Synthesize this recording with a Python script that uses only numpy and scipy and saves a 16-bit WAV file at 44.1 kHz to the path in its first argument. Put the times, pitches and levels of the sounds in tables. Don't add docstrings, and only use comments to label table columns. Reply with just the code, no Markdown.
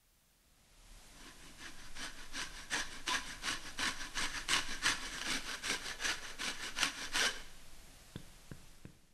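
import sys
import numpy as np
from scipy import signal
from scipy.fft import rfft, irfft, next_fast_len
from scipy.io import wavfile

SR = 44100
rng = np.random.default_rng(int(sys.argv[2]) if len(sys.argv) > 2 else 0)


def generate_wav(signal):
    frames = np.transpose(np.atleast_2d(signal))
    scaled = np.clip(frames, -1, 1) * 32767
    pcm = np.round(scaled).astype(np.int16)
    wavfile.write(sys.argv[1], SR, pcm)


def amplitude_ratio(level_db):
    exponent = np.asarray(level_db, float) / 20
    return 10 ** exponent


N = 402633
TIME = np.arange(N) / SR
SHOT_CHANGE_S = 5.07


def rms_one(x):
    return x / np.sqrt(np.mean(x ** 2) + 1e-20)


def in_time(rows):
    s, *columns = np.transpose(rows)
    return [np.interp(TIME, s, c) for c in columns]


def colour(x, points):
    size = next_fast_len(N + SR)
    hz, db = np.transpose(points)
    bins_hz = np.arange(size // 2 + 1) * SR / size
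    gain_db = np.interp(np.log(bins_hz + 1), np.log(hz), db)
    cepstrum = irfft(np.log(amplitude_ratio(gain_db)), size)
    cepstrum[1:size // 2] *= 2
    cepstrum[size // 2 + 1:] = 0
    return irfft(rfft(x, size) * np.exp(rfft(cepstrum)), size)[:N]


def drift(rate):
    r = np.exp(-40 * np.pi * rate / SR)
    slow = signal.lfilter([1], [1, -2 * r, r * r], rng.standard_normal(N // 20 + 502))[500:]
    return np.interp(np.arange(N) / 20, np.arange(len(slow)), rms_one(slow))


def resonance(x, hz, width_hz):
    r = np.exp(-np.pi * width_hz / SR)
    top = (1 - r * r) / 2
    return signal.lfilter([top, 0, -top], [1, -2 * r * np.cos(2 * np.pi * hz / SR), r * r], x)


def ring(clicks, modes, spread_db):
    out, hits = 0, np.flatnonzero(clicks)
    for hz, db, t60 in modes:
        r, w = amplitude_ratio(-60 / (t60 * SR)), 2 * np.pi * hz / SR
        struck = clicks + 1e-18
        struck[hits] *= amplitude_ratio(spread_db * rng.standard_normal(len(hits)))
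        out = out + signal.lfilter([0, amplitude_ratio(db) * np.sin(w)], [1, -2 * r * np.cos(w), r * r], struck)
    return out


def clicks_at(seconds, db):
    out = np.zeros(N)
    out[np.round(np.asarray(seconds) * SR).astype(int)] = amplitude_ratio(np.asarray(db))
    return out


def low_pass(x, hz):
    size = next_fast_len(N)
    spectrum = rfft(x, size)
    spectrum[int(hz / SR * size):] = 0
    return irfft(spectrum, size)[:N]


def high_pass(x, hz):
    return signal.sosfilt(signal.butter(2, hz, "high", fs=SR, output="sos"), x)


# (time [s], level [dB])
EARLIER_HISS = [
    (0, -73.5),
    (.3, -73.5),
    (.55, -77),
    (.75, -84),
    (.9, -98),
]


def earlier_scene():
    level = amplitude_ratio(in_time(EARLIER_HISS)[0]) * (TIME < EARLIER_HISS[-1][0])
    return low_pass(level * rng.standard_normal(N), 15750)


# (time [s], level [dB])
SCENE_FADE = [
    (0, -20),
    (.5, -13),
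    (1, -0.4),
    (3, 0.5),
    (4.5, 4),
    (6, 0.5),
    (8.2, -1),
    (8.7, -3),
    (9.13, -14.5),
]
# (frequency [Hz], level [dB per Hz])
HISS_COLOUR = [(200, 0.5), (400, -2), (660, 1), (1000, -2), (3000, -2.5), (6400, -4.5), (9000, -6.5),
               (12500, -9)]
# (frequency [Hz], level [dB per Hz])
RUMBLE_COLOUR = [(12, -17), (22, -10), (38, -7), (50, 5.5), (60, 0), (74, -1.5), (95, -4.5), (170, -4),
                 (300, -12), (500, -26)]
HUM_HZ = (13.7, 32.5)
# (time [s], level [dB])
COUNTER_SHAKE = [(.7, -81), (.96, -60), (1.25, -63), (1.45, -57), (2, -46), (2.34, -43), (2.6, -53),
                 (3.66, -48.5), (3.84, -44), (5.421, -46.5), (5.6, -51.5), (6.66, -48.5), (6.809, -42),
                 (6.94, -63.5), (7.14, -38), (7.53, -53), (8.95, -60.5), (9.13, -61)]
HISS_DB, RUMBLE_DB, UPPER_HUM_DB = -59.5, -64.5, -62
RUMBLE_FOLLOWS = 0.7


def background():
    fade_db, = in_time(SCENE_FADE)
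    hiss = amplitude_ratio(HISS_DB + fade_db) * rms_one(colour(rng.standard_normal(N), HISS_COLOUR))
    rumble_db = RUMBLE_DB + RUMBLE_FOLLOWS * np.minimum(fade_db, 0) + 0.97 * drift(1.7)
    rumble = amplitude_ratio(rumble_db) * rms_one(colour(rng.standard_normal(N), RUMBLE_COLOUR))
    hum = 0
    for hz, db in zip(HUM_HZ, (in_time(COUNTER_SHAKE)[0], UPPER_HUM_DB + fade_db)):
        pitch_hz = hz * (1 + 0.0692 * drift(4.08))
        level = amplitude_ratio(db + 1.7 + 3.75 * drift(4.8))
        hum = hum + level * np.sin(2 * np.pi * np.cumsum(pitch_hz) / SR)
    return hiss + rumble + hum


# (touch [s], rise [s], touch to lift [s], first bite [dB], swell while cutting [dB])
CUTTING_STROKES = [(1.101, 0.1, 0.18, -59, 5), (1.566, 0.039, 0.11, -52.5, 5),
                   (1.942, 0.022, 0.11, -49.5, 8.5), (2.312, 0.043, 0.11, -43.5, 5),
                   (2.696, 0.031, 0.11, -37, -2.5), (3.059, .018, 0.1, -37, 0.4),
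                   (3.405, 0.068, 0.12, -36.5, -1.5), (3.774, 0.024, 0.11, -37, 1.5),
                   (4.135, 0.042, 0.11, -37.5, 1), (4.477, 0.027, 0.091, -32.5, 0.5),
                   (4.816, .045, 0.096, -31, -2.5), (5.212, .102, 0.15, -35.5, -2.1),
                   (5.62, 0.025, 0.11, -40.5, 6), (5.986, 0.065, 0.13, -36, -1),
                   (6.379, .031, 0.11, -40, 3.2), (6.74, .03, 0.1, -44, 13),
                   (7.116, 0.039, 0.14, -34.5, 2.5)]
# (full contact [s], hold [s], level [dB])
RETURN_STROKES = [(1.433, 0.051, -58), (1.8, 0.06, -56.5), (2.19, 0.044, -53), (2.567, 0.033, -49),
                  (2.926, 0.038, -49), (3.275, 0.049, -47), (3.662, 0.03, -47.6), (4.004, 0.042, -45.5),
                  (4.36, 0.025, -42.5), (4.715, 0.015, -42), (5.03, 0.043, -44.5), (5.14, .083, -45.5),
                  (5.485, 0.059, -42), (5.86, 0.051, -43), (6.246, 0.059, -48), (6.63, 0.051, -43),
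                  (6.989, 0.065, -43.5), (7.36, 0.04, -53.5)]
CUT_FALL_S = 0.0745
RETURN_RISE_S, RETURN_FALL_S = 0.076, 0.085
PITH_FALL_S = 0.066
GRAB_SHARE, GRAB_DB = 0.48, -8


def pressure():
    strokes = []
    for touch, rise, length, db, swell_db in CUTTING_STROKES:
        strokes.append((touch, rise, length - rise, CUT_FALL_S, db, db + swell_db))
    for s, hold, db in RETURN_STROKES:
        fall = RETURN_FALL_S if s < SHOT_CHANGE_S else PITH_FALL_S
        strokes.append((s - RETURN_RISE_S, RETURN_RISE_S, hold, fall, db, db))
    power = np.zeros(N)
    for touch, rise, hold, fall, first_db, last_db in strokes:
        steps = [0, GRAB_SHARE * rise, (1 - GRAB_SHARE) * rise, hold, fall, 2 * fall]
        corners = touch + np.cumsum(steps)
        db = [first_db - 20, first_db + GRAB_DB, first_db, last_db, last_db - 20, last_db - 60]
        a, b = int(corners[0] * SR), int(corners[-1] * SR)
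        power[a:b] += amplitude_ratio(2 * np.interp(TIME[a:b], corners, db))
    return np.sqrt(power)


def tearing(force):
    sizes = amplitude_ratio(3.1 * np.minimum(rng.exponential(1, N), 3.5)) * rng.choice([-1, 1], N)
    grains_per_s = 4000 * amplitude_ratio(2.2 * drift(50))
    grains = rms_one(sizes * (rng.random(N) < grains_per_s / SR))
    bite = np.clip(force / amplitude_ratio(-35.0), 0, 1) ** 0.25
    friction = rng.standard_normal(N) * (1 - 0.3 * bite)
    return amplitude_ratio(0.87 * drift(91)) * (friction + 0.58 * bite * grains)


# (frequency [Hz], width [Hz], level [dB])
GRATER_MODES = [(85.5, 35, -9.5), (160, 38, -8.5), (262.5, 44.3, -1.5), (334, 68, -6.5), (428, 160, -9.5),
                (1007, 26.7, -1), (1097, 30, -2.5), (1508, 120, 0), (1578, 69, 4.5), (1710, 177, 1.5),
                (2160, 95, -4), (2324, 120, -5), (2950, 170, -4), (3037, 106, -2.5), (3505, 117, -6),
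                (3945, 110, -7.5), (4840, 155, -7.5), (5690, 145, -4.5), (6150, 300, -8.5),
                (8130, 890, -14), (9400, 140, -18)]
# (frequency [Hz], level [dB per Hz])
PEEL_COLOUR = [(40, -39), (120, -33.5), (400, -17), (900, -11.5), (1300, -6.5), (2600, -6.5), (4400, -5.5),
               (5300, -9), (6300, -10), (7000, -17), (8800, -16), (12500, -24.5)]
# (time [s], place [-1 tip to 1 handle])
FRUIT_PLACE = [
    (1, -1.9),
    (1.8, -.6),
    (2.6, -0.065),
    (4, -0.55),
    (4.6, -0.63),
    (4.95, -0.69),
    (5.25, 0.071),
    (5.9, 0.65),
    (7, 0.048),
    (7.6, 0.84),
]
# (level at mid blade [dB], gain toward the handle [dB])
HANDLE_DB, PEEL_DB, NECK_DB, LOW_BLADE_DB = (-1.9, -3), (2.07, 0.9), (-1.5, 7), (0.7, -3.5)
UPPER_BLADE_DB = 1


def grater(force):
    grains = tearing(force)
    place, = in_time(FRUIT_PLACE)
    settings = (HANDLE_DB, PEEL_DB, NECK_DB, LOW_BLADE_DB)
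    handle_db, hiss_db, neck_db, blade_db = (db + slope * place for db, slope in settings)
    out = amplitude_ratio(7.5 + hiss_db) * colour(force * grains * rng.choice([-1, 1], N), PEEL_COLOUR)
    wander = [drift(21) + 0.65 * drift(5.7) for k in range(9)]
    shake = amplitude_ratio(-7.5) * force ** 0.77
    for k, (hz, width_hz, mode_db) in enumerate(GRATER_MODES):
        if hz < 350:
            place_db = handle_db
        elif hz < 600:
            place_db = neck_db
        else:
            place_db = blade_db * (hz < 1200) + UPPER_BLADE_DB * place * (2000 < hz < 2600)
        drive = shake if hz < 600 else force
        fed = drive * grains * amplitude_ratio(2.7 * wander[k % 9] + place_db)
        out += (-1) ** k * amplitude_ratio(mode_db + 11.0) * resonance(fed, hz, width_hz)
    return out


KITCHEN_T60_S, KITCHEN_DB, WALL_CUT_HZ = 0.8, -12.5, 5700


def kitchen(x):
    t = np.arange(int(.7 * SR)) / SR
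    size, out = next_fast_len(N + SR), 0
    place = (TIME * 5.3) % 4
    for k in range(4):
        white = rng.standard_normal(len(t)) * (t > .006)
        dull = signal.sosfilt(signal.butter(1, WALL_CUT_HZ, fs=SR, output="sos"), white)
        tail = dull * amplitude_ratio(-60 * t / KITCHEN_T60_S) + (white - dull) * amplitude_ratio(-100 * t / KITCHEN_T60_S)
        share = np.clip(1 - np.abs((place - k + 2) % 4 - 2), 0, 1)
        out = out + rfft(x * share, size) * rfft(tail / np.sqrt(np.sum(tail ** 2)), size)
    return irfft(out, size)[:N]


# (time [s], peak level [dB], brightness [dB])
CATCHES = [(1.9708, -39, -6), (2.4159, -30, -5), (2.7555, -31, -6), (3.0798, -23, 4), (3.1654, -28, -3),
           (3.441, -34, 1), (3.4611, -29, -7), (3.4879, -26, 7), (3.7913, -31, -1), (3.83, -26, 0),
           (4.1722, -27, -11), (4.2399, -27, -8), (4.4892, -25, 1), (4.5344, -16.5, 8), (4.542, -21, 10),
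           (4.5648, -24, -1), (4.5908, -24, -6), (4.8613, -23, 6), (4.8843, -24, -3), (5.1832, -32, -4),
           (5.2155, -29, 8), (5.2623, -32, 6), (5.7, -24, -4), (5.8848, -31, 9), (6.0524, -28, 7),
           (6.7885, -26, 1), (6.8316, -15, 9), (7.1579, -22, 3), (7.1959, -21, 8), (7.2524, -24, -3)]
# (frequency [Hz], level [dB], time to die by 60 dB [s])
TOOTH_MODES = [(3000, -3.5, .01), (4100, -6, .007), (5700, -7, .006), (8300, -13, .003)]
# (frequency [Hz], level [dB], time to die by 60 dB [s])
SNAGGED_BLADE_MODES = [(1050, -11, .02), (1560, -3, .014), (1800, -6, .012)]
NICKS_PER_S, NICK_FORCE_DB, NICK_OVER_DB, NICK_SPREAD_DB = 60, -36, 3, 3


def snags(force):
    nicks_per_s = NICKS_PER_S * np.minimum(force / amplitude_ratio(NICK_FORCE_DB), 1)
    nicks = np.flatnonzero(rng.random(N) < nicks_per_s / SR)
    luck = rng.standard_normal((len(nicks), 2))
    force_db = 20 * np.log10(np.minimum(force[nicks], amplitude_ratio(NICK_FORCE_DB - 0.5)))
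    nick_db = force_db + NICK_OVER_DB + NICK_SPREAD_DB * luck[:, 0]
    lesser = np.transpose([nicks / SR, nick_db, 5 * luck[:, 1]])
    s, db, bright_db = np.vstack([CATCHES, lesser]).T
    crack = ring(clicks_at(s, db + .7 * np.minimum(bright_db, 0)), TOOTH_MODES, spread_db=1.6)
    jolt_clicks = clicks_at(s + .0004, db - 5.5 - np.maximum(bright_db, 0))
    jolt = ring(jolt_clicks, SNAGGED_BLADE_MODES, spread_db=2)
    return amplitude_ratio(1) * high_pass(crack - jolt, 850)


# (time [s], peak level [dB], tick level [dB], rattle [Hz], rattle delay [s])
KNOCKS = [
    (8.1582, -33, -43.5, 3500, 0.0037),
    (8.5153, -36, -45.5, 2700, 0.00087),
    (8.852, -38.5, -50.5, 2550, 0.0011),
]
# (frequency [Hz], level [dB], time to die by 60 dB [s])
HANDLE_MODES = [(82.6, -6, 0.13), (136, 2.5, 0.04), (181, -7, 0.051), (291, -2.5, 0.026), (434, -7, 0.017)]
# (frequency [Hz], level [dB], time to die by 60 dB [s])
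KNOCKED_BLADE_MODES = [(1060, -6, .02), (1570, 3, 0.0098)]


def knocks():
    s, db, tick_db, rattle_hz, late_s = np.transpose(KNOCKS)
    handle = ring(clicks_at(s, db - 0.5), HANDLE_MODES, spread_db=0.5)
    softened = signal.lfilter([.07], [1, -.93], handle)
    out = high_pass(softened, 110)
    out += ring(clicks_at(s + 0.00136, tick_db), KNOCKED_BLADE_MODES, spread_db=1.5)
    for at, level_db, hz in zip(s + late_s, tick_db, rattle_hz):
        out += ring(clicks_at([at], [level_db - 2.5]), [(hz, 0, .012)], spread_db=5)
    return out


SHOT_TOPS_HZ = (12100, 12550)


def scene():
    force = pressure()
    blows = knocks()
    tool = grater(force) + snags(force) + blows
    echo = amplitude_ratio(KITCHEN_DB) * kitchen(tool + 0.48 * blows)
    shot = tool + echo + background()
    later = np.clip((TIME - SHOT_CHANGE_S) / .05, 0, 1)
    shot = (1 - later) * low_pass(shot, SHOT_TOPS_HZ[0]) + later * low_pass(shot, SHOT_TOPS_HZ[1])
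    return (shot + earlier_scene())[None]


def top_cut(x):
    return signal.sosfilt(signal.butter(12, 15750, fs=SR, output="sos"), x)


def record(dry):
    mix = dry + amplitude_ratio(-102) * rng.standard_normal(dry.shape)
    return top_cut(mix)


dry = scene()
out = record(dry)
generate_wav(out)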